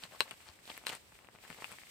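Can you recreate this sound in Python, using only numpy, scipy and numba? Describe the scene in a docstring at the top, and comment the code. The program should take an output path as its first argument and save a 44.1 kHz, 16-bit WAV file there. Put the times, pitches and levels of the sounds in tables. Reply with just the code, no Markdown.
"""Gloved hands snapping a thread

Gloved hands twist and snap a thread just beside a small stereo microphone in a papered alcove.
Ticks, snaps, glove-film rustles and soft finger bumps are built from short rings that swell and die;
the sliding glove and the faint room are coloured noise. Near walls add a short, dull echo.
"""
import sys
import numpy as np
from scipy import signal
from scipy.fft import rfft, irfft
from scipy.io import wavfile
from scipy.ndimage import uniform_filter1d
from numba import njit

SR = 44100
rng = np.random.default_rng(int(sys.argv[2]) if len(sys.argv) > 2 else 0)


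def store_wav(level_fs):
    """Save 16-bit WAV to argv[1]."""
    pcm = np.round(np.clip(np.atleast_2d(level_fs), -1, 1) * 32767)
    wavfile.write(sys.argv[1], SR, pcm.T.astype(np.int16))


def natural_amplitude(level_db):
    """Convert a level in decibels to a linear amplitude factor, elementwise."""
    exponent = np.asarray(level_db, float) / 20
    return 10 ** exponent


N = 83790  # length of the scene in samples
LEFT_LAG_S = 0.00015  # the usual delay of the left port


@njit
def add_rings(out, start, hz, cycles, size):
    """Each grain is a ring that swells for a third of its cycles and dies away."""
    for k in range(len(start)):
        turn = 2 * np.pi * hz[k] / SR  # radians per sample
        swell = cycles[k] / 3 * SR / hz[k]  # samples
        for i in range(min(int(9 * swell), len(out) - start[k])):
            envelope = i / swell * np.exp(1 - i / swell)
            out[start[k] + i] += size[k] * envelope * np.sin(turn * i)


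def grains(s, hz, cycles, size, pan_db, lag_s):
    """Rings heard by both ports: pan_db is left minus right, lag_s delays the left one."""
    out, one = np.zeros((2, N)), np.ones(len(s))
    for port, side in enumerate((1, -1)):
        lag = lag_s * (1 - port)
        start = np.clip((s + lag) * SR, 0, N - 1).astype(np.int64)
        port_size = size * natural_amplitude(side * pan_db / 2) * one
        add_rings(out[port], start, np.clip(hz * one, 30, .4 * SR), cycles * one, port_size)
    return out


def noise(tone):
    """Two unrelated random noises of one colour, scaled together to rms 1."""
    hz, db = np.array(tone, float).T
    f = np.arange(N // 2 + 1) * SR / N + 1
    colour = natural_amplitude(np.interp(np.log(f), np.log(hz), db))
    x = irfft(rfft(rng.standard_normal((2, N))) * colour, N)
    return x / x.std()


# colour of the room noise: (frequency [Hz], relative level per Hz [dB])
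ROOM_TONE = [(25, -21), (40, -2.5), (80, 5), (160, -1.5), (500, -4), (1000, -8), (2600, -15), (4400, -20),
             (12000, -36.5), (16000, -27)]


def room():
    """Steady room noise; the two ports share most of the bass and differ more higher up."""
    level_db, alike_below_hz = -66.5, 730
    mid, side = noise(ROOM_TONE)
    high_pass = signal.butter(1, alike_below_hz, "high", fs=SR, output="sos")
    # a weaker, time-shifted copy of the middle keeps some bass difference
    side = signal.sosfilt(high_pass, side) + 0.39 * np.roll(mid, N // 2)
    return natural_amplitude(level_db) * np.array([mid + side, mid - side])


# how loud the sliding glove hisses: (time [s], level before flicker [dB])
SLIDE_LEVEL = [(0, -58.5), (.04, -55.5), (.08, -62.5), (.135, -55), (.19, -58.5), (.22, -47.5),
               (.26, -59.5), (.31, -57.5), (.35, -61.5), (.43, -60), (.55, -63), (.61, -66.5), (0.641, -59),
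               (0.711, -55.5), (.77, -55.5), (.81, -61), (.855, -61), (.88, -50.5), (0.958, -52.5),
               (.985, -63), (1.1, -63.5), (1.17, -62), (1.21, -65.5), (1.3, -70.5), (1.35, -62.5),
               (1.39, -66), (1.435, -58.5), (1.5, -57.5), (1.72, -55), (1.8, -57.5), (1.9, -58.5)]
# colour of that hiss: (frequency [Hz], relative level per Hz [dB])
SLIDE_TONE = [(500, -20), (1000, -17), (2200, -3.5), (4300, -8), (5300, -10), (6500, -13), (8400, -6),
              (9700, -17.5), (12000, -13.5), (15000, -15.5), (15700, -24)]


def slide():
    """Fine hiss whose level follows the sliding glove and flickers a little."""
    flicker_db, step = 1.6, 400  # step in samples
    s, db = np.array(SLIDE_LEVEL, float).T
    flicker = np.repeat(rng.standard_normal(N // step + 1), step)
    flicker = uniform_filter1d(flicker, step)[:N]
    level_db = np.interp(np.arange(N) / SR, s, db) + flicker_db * flicker
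    return noise(SLIDE_TONE) * natural_amplitude(level_db)


# soft finger bumps: (time [s], level of each part before fading [dB], pitch before scatter [Hz])
FINGER_BUMPS = [(0.035, -52, 173), (0.203, -53.5, 237), (0.324, -58.5, 148), (0.492, -61, 88.6),
                (0.698, -58, 276), (0.864, -72, 208), (0.93, -58, 140), (1.346, -57, 158),
                (1.501, -47, 228), (1.51, -53, 122), (1.638, -58, 192), (1.717, -55, 173)]


def bumps():
    """Low soft thuds in a few uneven parts, nearly alike on both ports."""
    parts, spread_s, cycles, scatter_octaves = 3, 0.00785, 1.7, .6
    s, db, hz = np.repeat(np.array(FINGER_BUMPS, float), parts, axis=0).T
    jitter, tone, pan, lag = rng.random((len(s), 4)).T
    late = (np.arange(len(s)) % parts + jitter - .5) / parts
    part_hz = hz * 2 ** (scatter_octaves * (tone - .5))
    size = natural_amplitude(db - 2.2 * late)  # later parts are softer
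    return grains(s + spread_s * late, part_hz, cycles, size, 6 * (pan - .4), 0.0012 * (lag - .5))


# rustles of the glove film:
# (middle time [s], half length [s], biggest crease before tilt [dB], centre pitch [Hz])
FILM_RUSTLES = [(0.041, 0.051, -46.5, 2320), (0.142, 0.056, -49.5, 1400), (0.2, 0.061, -64, 2520),
                (0.272, 0.041, -51.5, 1550), (0.322, 0.033, -50.5, 2100), (0.421, 0.041, -58.5, 2070),
                (0.486, 0.061, -50.5, 2320), (0.576, 0.035, -70, 1230), (0.701, 0.032, -44.5, 2270),
                (0.759, 0.045, -51.5, 1730), (0.826, 0.043, -62.5, 1190), (0.876, 0.021, -35, 3200),
                (0.897, 0.02, -36.5, 2870), (0.927, 0.023, -36.5, 2000), (0.954, 0.042, -45, 2700),
                (1.226, .06, -62, 1210), (1.267, 0.032, -65, 1550), (1.354, 0.036, -59.5, 1420),
                (1.447, 0.046, -52, 1910), (1.513, 0.031, -46.5, 1610), (1.584, 0.046, -50.5, 1390),
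                (1.629, 0.039, -48.5, 1810), (1.718, 0.047, -47, 1690)]


def rustles():
    """Dense creases, each a very short ring of uneven size, under a smooth swell."""
    creases_per_s, cycles, widest_octaves = 2600, 1.25, 2
    spread_db, biggest = 3, 3.2  # crease sizes are capped at this many spreads
    tilt_db = 1.5  # per octave: low creases are smaller
    rows = []
    for mid, half_length, db, hz in FILM_RUSTLES:
        u = rng.random((int(creases_per_s * 2 * half_length), 7)).T
        place = 2 * u[0] - 1  # -1 at the start of the rustle, 1 at its end
        big = np.minimum(-np.log(1 - u[1]), biggest)  # many small creases, few big ones
        octaves = widest_octaves * (u[2] + u[3] - 1)
        size = natural_amplitude(db + spread_db * (big - biggest) + tilt_db * octaves)
        swell = np.cos(np.pi / 2 * place) ** 2
        sign = np.sign(u[4] - .5)
        pan_db = 11 + 8 * (u[5] - .5)
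        lag_s = LEFT_LAG_S * (3 * u[6] - 1)
        rows.append([mid + half_length * place, hz * 2 ** octaves, size * swell * sign, pan_db, lag_s])
    s, hz, size, pan_db, lag_s = np.concatenate(rows, axis=1)
    return grains(s, hz, cycles, size, pan_db, lag_s)


# ticks of thread and glove: (time [s], ring level [dB], ring pitch [Hz],
# body relative to ring [dB], crack relative to ring [dB], ring left minus right [dB])
THREAD_TICKS = [(0.0274, -42, 2720, -4, -24, 9), (0.0368, -28.5, 3420, -17, -15, -11),
                (0.0529, -48, 2280, 2.5, -16, 8), (0.1215, -45, 2100, -17, -20, 12),
                (0.2795, -39, 2030, -8, -19, -2), (0.3102, -27, 2760, -22.5, -4.5, 2.5),
                (0.3146, -40.5, 2170, -0.5, -15, 24.5), (0.34, -43.5, 2630, -9, -16, -1),
                (0.4045, -43.5, 2220, -9, -15, 9), (0.4879, -43, 4150, -4.5, -36, 13.5),
                (0.5897, -46.5, 1960, -30, -12, 11), (0.6548, -38.5, 3600, -13, -22, -1),
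                (0.6775, -38, 3220, -3.5, -14, -9), (0.6984, -38.5, 2980, -24, -23, 20),
                (0.7014, -32.5, 3100, -1, -31, -12), (0.7161, -37.5, 2330, -8, -23, 15),
                (0.7685, -44, 2450, -17, 0, 19), (0.7774, -32.5, 2100, -12.5, 1.5, 8),
                (0.8147, -61, 1670, 11, -1, 9), (0.8388, -52, 2200, 6, -6, 12),
                (0.8518, -44.5, 2530, -2, -17, 17), (0.8928, -31, 2960, -19, -12, 16),
                (0.8933, -27.5, 3180, -13, 0, -2), (0.8971, -34.5, 3160, -33, -15, -13),
                (0.9, -37, 2300, 3, -14, -24), (0.9208, -40.5, 2520, 2, -9, 15),
                (0.9298, -38.5, 1800, 2.5, -4, -10), (0.9517, -34.5, 2270, -7.5, -1, 3),
                (1.1199, -56, 1970, 2, -10, 13), (1.1234, -47.5, 1690, -7.5, -17, 5),
                (1.1538, -51, 2340, -2, -8, 17), (1.1896, -47.5, 2090, -3.5, 0, 16),
                (1.2466, -47.5, 2340, -1, -10, 12), (1.2517, -57, 1700, -1, 0, 15),
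                (1.272, -45.5, 2580, -11, -7, -10), (1.2873, -53, 1880, 8.5, -20, 26.5),
                (1.351, -55, 2100, 9, -12, 18), (1.3592, -53, 2120, 0, -34, 21),
                (1.387, -50, 2160, -1.5, -18, 20), (1.4389, -48, 2140, 0, 3, 17),
                (1.4508, -45.5, 1830, -2.5, -23, 16), (1.479, -40, 2110, -11, -18, -4),
                (1.5026, -41.5, 2030, -2, -0.5, 27.5), (1.5282, -36, 2560, -11, -14.5, 7),
                (1.546, -39, 2040, -20, -16, 5), (1.5867, -45, 2140, 4, -17, 10),
                (1.6044, -39, 2050, -11, -25.5, 9), (1.6225, -33, 1860, -1.5, -25, 1),
                (1.6436, -23, 2310, -22, -19.5, 7), (1.655, -50, 1840, 6, -4, 1),
                (1.682, -50.5, 1900, 1, -9, 4), (1.7179, -36.5, 1940, -6.5, -2, 7),
                (1.7242, -36, 2400, -11, -9, 7), (1.7858, -37, 2050, -17, -16, 10),
                (1.8174, -43, 2000, -24, -10, 7), (1.835, -38.5, 2080, -15, -20, 7),
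                (1.8703, -44, 2220, -36, -13.5, 12), (1.8802, -52.5, 2120, -4, -17, 13)]


def ticks():
    """A slip rings briefly, with a duller body and a bright crack; smaller slips splinter after it."""
    ring_cycles, body_hz, body_cycles = 1.82, 850, 0.68
    crack_hz, crack_cycles = 8400, 2.8  # crack pitch before scatter
    between_db = -6  # for a partial midway between body and ring
    splinters, splinter_s, scatter_octaves = 3, .0012, .6
    splinter_db, loud_db = -11, -25  # splinter relative to its tick, for a tick at loud_db
    fainter_per_db = 0.9  # weak ticks splinter less
    s, db, hz, body_db, crack_db, pan_db = np.array(THREAD_TICKS, float).T

    body_size = -natural_amplitude(db + body_db)
    out = grains(s, body_hz, body_cycles, body_size, pan_db / 2, LEFT_LAG_S / 2)
    between_size = -natural_amplitude(db + body_db / 2 + between_db)
    out += grains(s, np.sqrt(hz * body_hz), ring_cycles, between_size, pan_db / 2, LEFT_LAG_S)

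    chance = rng.random((len(s), splinters + 1, 3))
    for k in range(splinters + 1):  # 0 is the tick itself
        late, detune, sign = chance[:, k].T
        if k == 0:
            at, ring_hz, size = s, hz, -natural_amplitude(db)
        else:
            at = s + splinter_s * (k + late) / (splinters + 1)
            ring_hz = hz * 2 ** (scatter_octaves * (detune - .5))
            drop_db = splinter_db + fainter_per_db * (db - loud_db)
            size = natural_amplitude(db + drop_db) * np.sign(sign - .5)
        out += grains(at, ring_hz, ring_cycles, size, pan_db, LEFT_LAG_S)
        bright_hz = crack_hz * 2 ** (1.7 * detune - .4)
        out += grains(at, bright_hz, crack_cycles, size * natural_amplitude(crack_db), 0, LEFT_LAG_S * late)
    return out


# the thread lets go: (time [s], level [dB], left minus right [dB], tilt [dB per octave])
THREAD_SNAPS = [(0.2055, -15.5, 2, 0), (0.8676, -26.5, -3.5, 2)]
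# what a snap rings: (pitch [Hz], length [cycles], relative level [dB], added left minus right [dB])
SNAP_MODES = [(584, 1.54, -11.5, -0.5), (1046, 2.7, -7, 6.5), (1697, 3.6, -7, -2.5), (2100, 2.68, -5.5, 8),
              (2620, 2.53, 0, 11), (4030, 7.2, -2.5, 8.5), (4610, 6.3, -11, -0.5), (6500, 9.2, -20.5, 4),
              (8340, 10.7, -17, 6), (11000, 6.4, -11, -4), (13700, 6.1, -14, 2)]


def snaps():
    """Each snap rings the same few short modes at once; a tighter thread is brighter."""
    hz, cycles, mode_db, mode_pan_db = np.array(SNAP_MODES, float).T
    out = np.zeros((2, N))
    for s, db, pan_db, tilt_db in THREAD_SNAPS:
        size = -natural_amplitude(db + mode_db + tilt_db * np.log2(hz / 850))  # the tilt pivots at 850 Hz
        out += grains(s + 0 * hz, hz, cycles, size, pan_db + mode_pan_db, LEFT_LAG_S)
    return out


def alcove(x):
    """The near walls answer with a short dull noise tail, different on each port."""
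    t60_s, dull_above_hz, first_wall_s = 0.069, 6000, 0.0039  # t60: time to fall by 60 dB
    t = np.arange(int(.25 * SR)) / SR
    tail = rng.standard_normal((2, len(t))) * natural_amplitude(-60 * t / t60_s) * (t > first_wall_s)
    tail = signal.sosfilt(signal.butter(1, dull_above_hz, fs=SR, output="sos"), tail)
    tail = tail / np.sqrt(np.sum(tail ** 2) / 2)
    return signal.fftconvolve(x, tail, axes=1)[:, :N]


def share_ports(x):
    """Some of each port's sound also reaches the other one."""
    cross = 0.25
    return (x + cross * x[::-1]) / (1 + cross)


# microphone colour, three resonances then two dips: (centre [Hz], width [Hz], strength [dB])
CAPSULE = [(4430, 340, -1), (8530, 1500, 2), (3010, 510, -11.5), (6540, 630, -17), (3150, 160, -30)]


def microphone(x):
    """The capsule loses the lowest bass, boosts three narrow bands and weakens two."""
    x = signal.sosfilt(signal.butter(2, 106, "high", fs=SR, output="sos"), x)
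    for k, (hz, width_hz, db) in enumerate(CAPSULE):
        band = signal.lfilter(*signal.iirpeak(hz, hz / width_hz, fs=SR), x)
        sign = 1 if k < 3 else -1
        x = x + sign * natural_amplitude(db) * band
    return x


def scene():
    """Thread and film sounds with their echo pass the microphone; bumps, hiss and room join them."""
    snap_echo_db, small_echo_db = -13.5, -16.5  # ticks are muffled inside the hands
    snap = snaps()
    small = ticks() + rustles()
    direct = share_ports(snap + small)
    echo = alcove(natural_amplitude(snap_echo_db) * snap + natural_amplitude(small_echo_db) * small)
    return microphone(direct + echo) + bumps() + slide() + room()


def roll_off(x):
    """The treble ends steeply here."""
    return signal.sosfilt(signal.butter(12, 16800, fs=SR, output="sos"), x)


def record(dry):
    """The recorder cuts the top of the treble."""
    top_cut = signal.cheby1(4, 1, 15500, fs=SR, output="sos")  # 1 dB ripple, 15500 Hz edge
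    mix = signal.sosfilt(top_cut, dry)
    return roll_off(mix)


dry = scene()
out = record(dry)
store_wav(out)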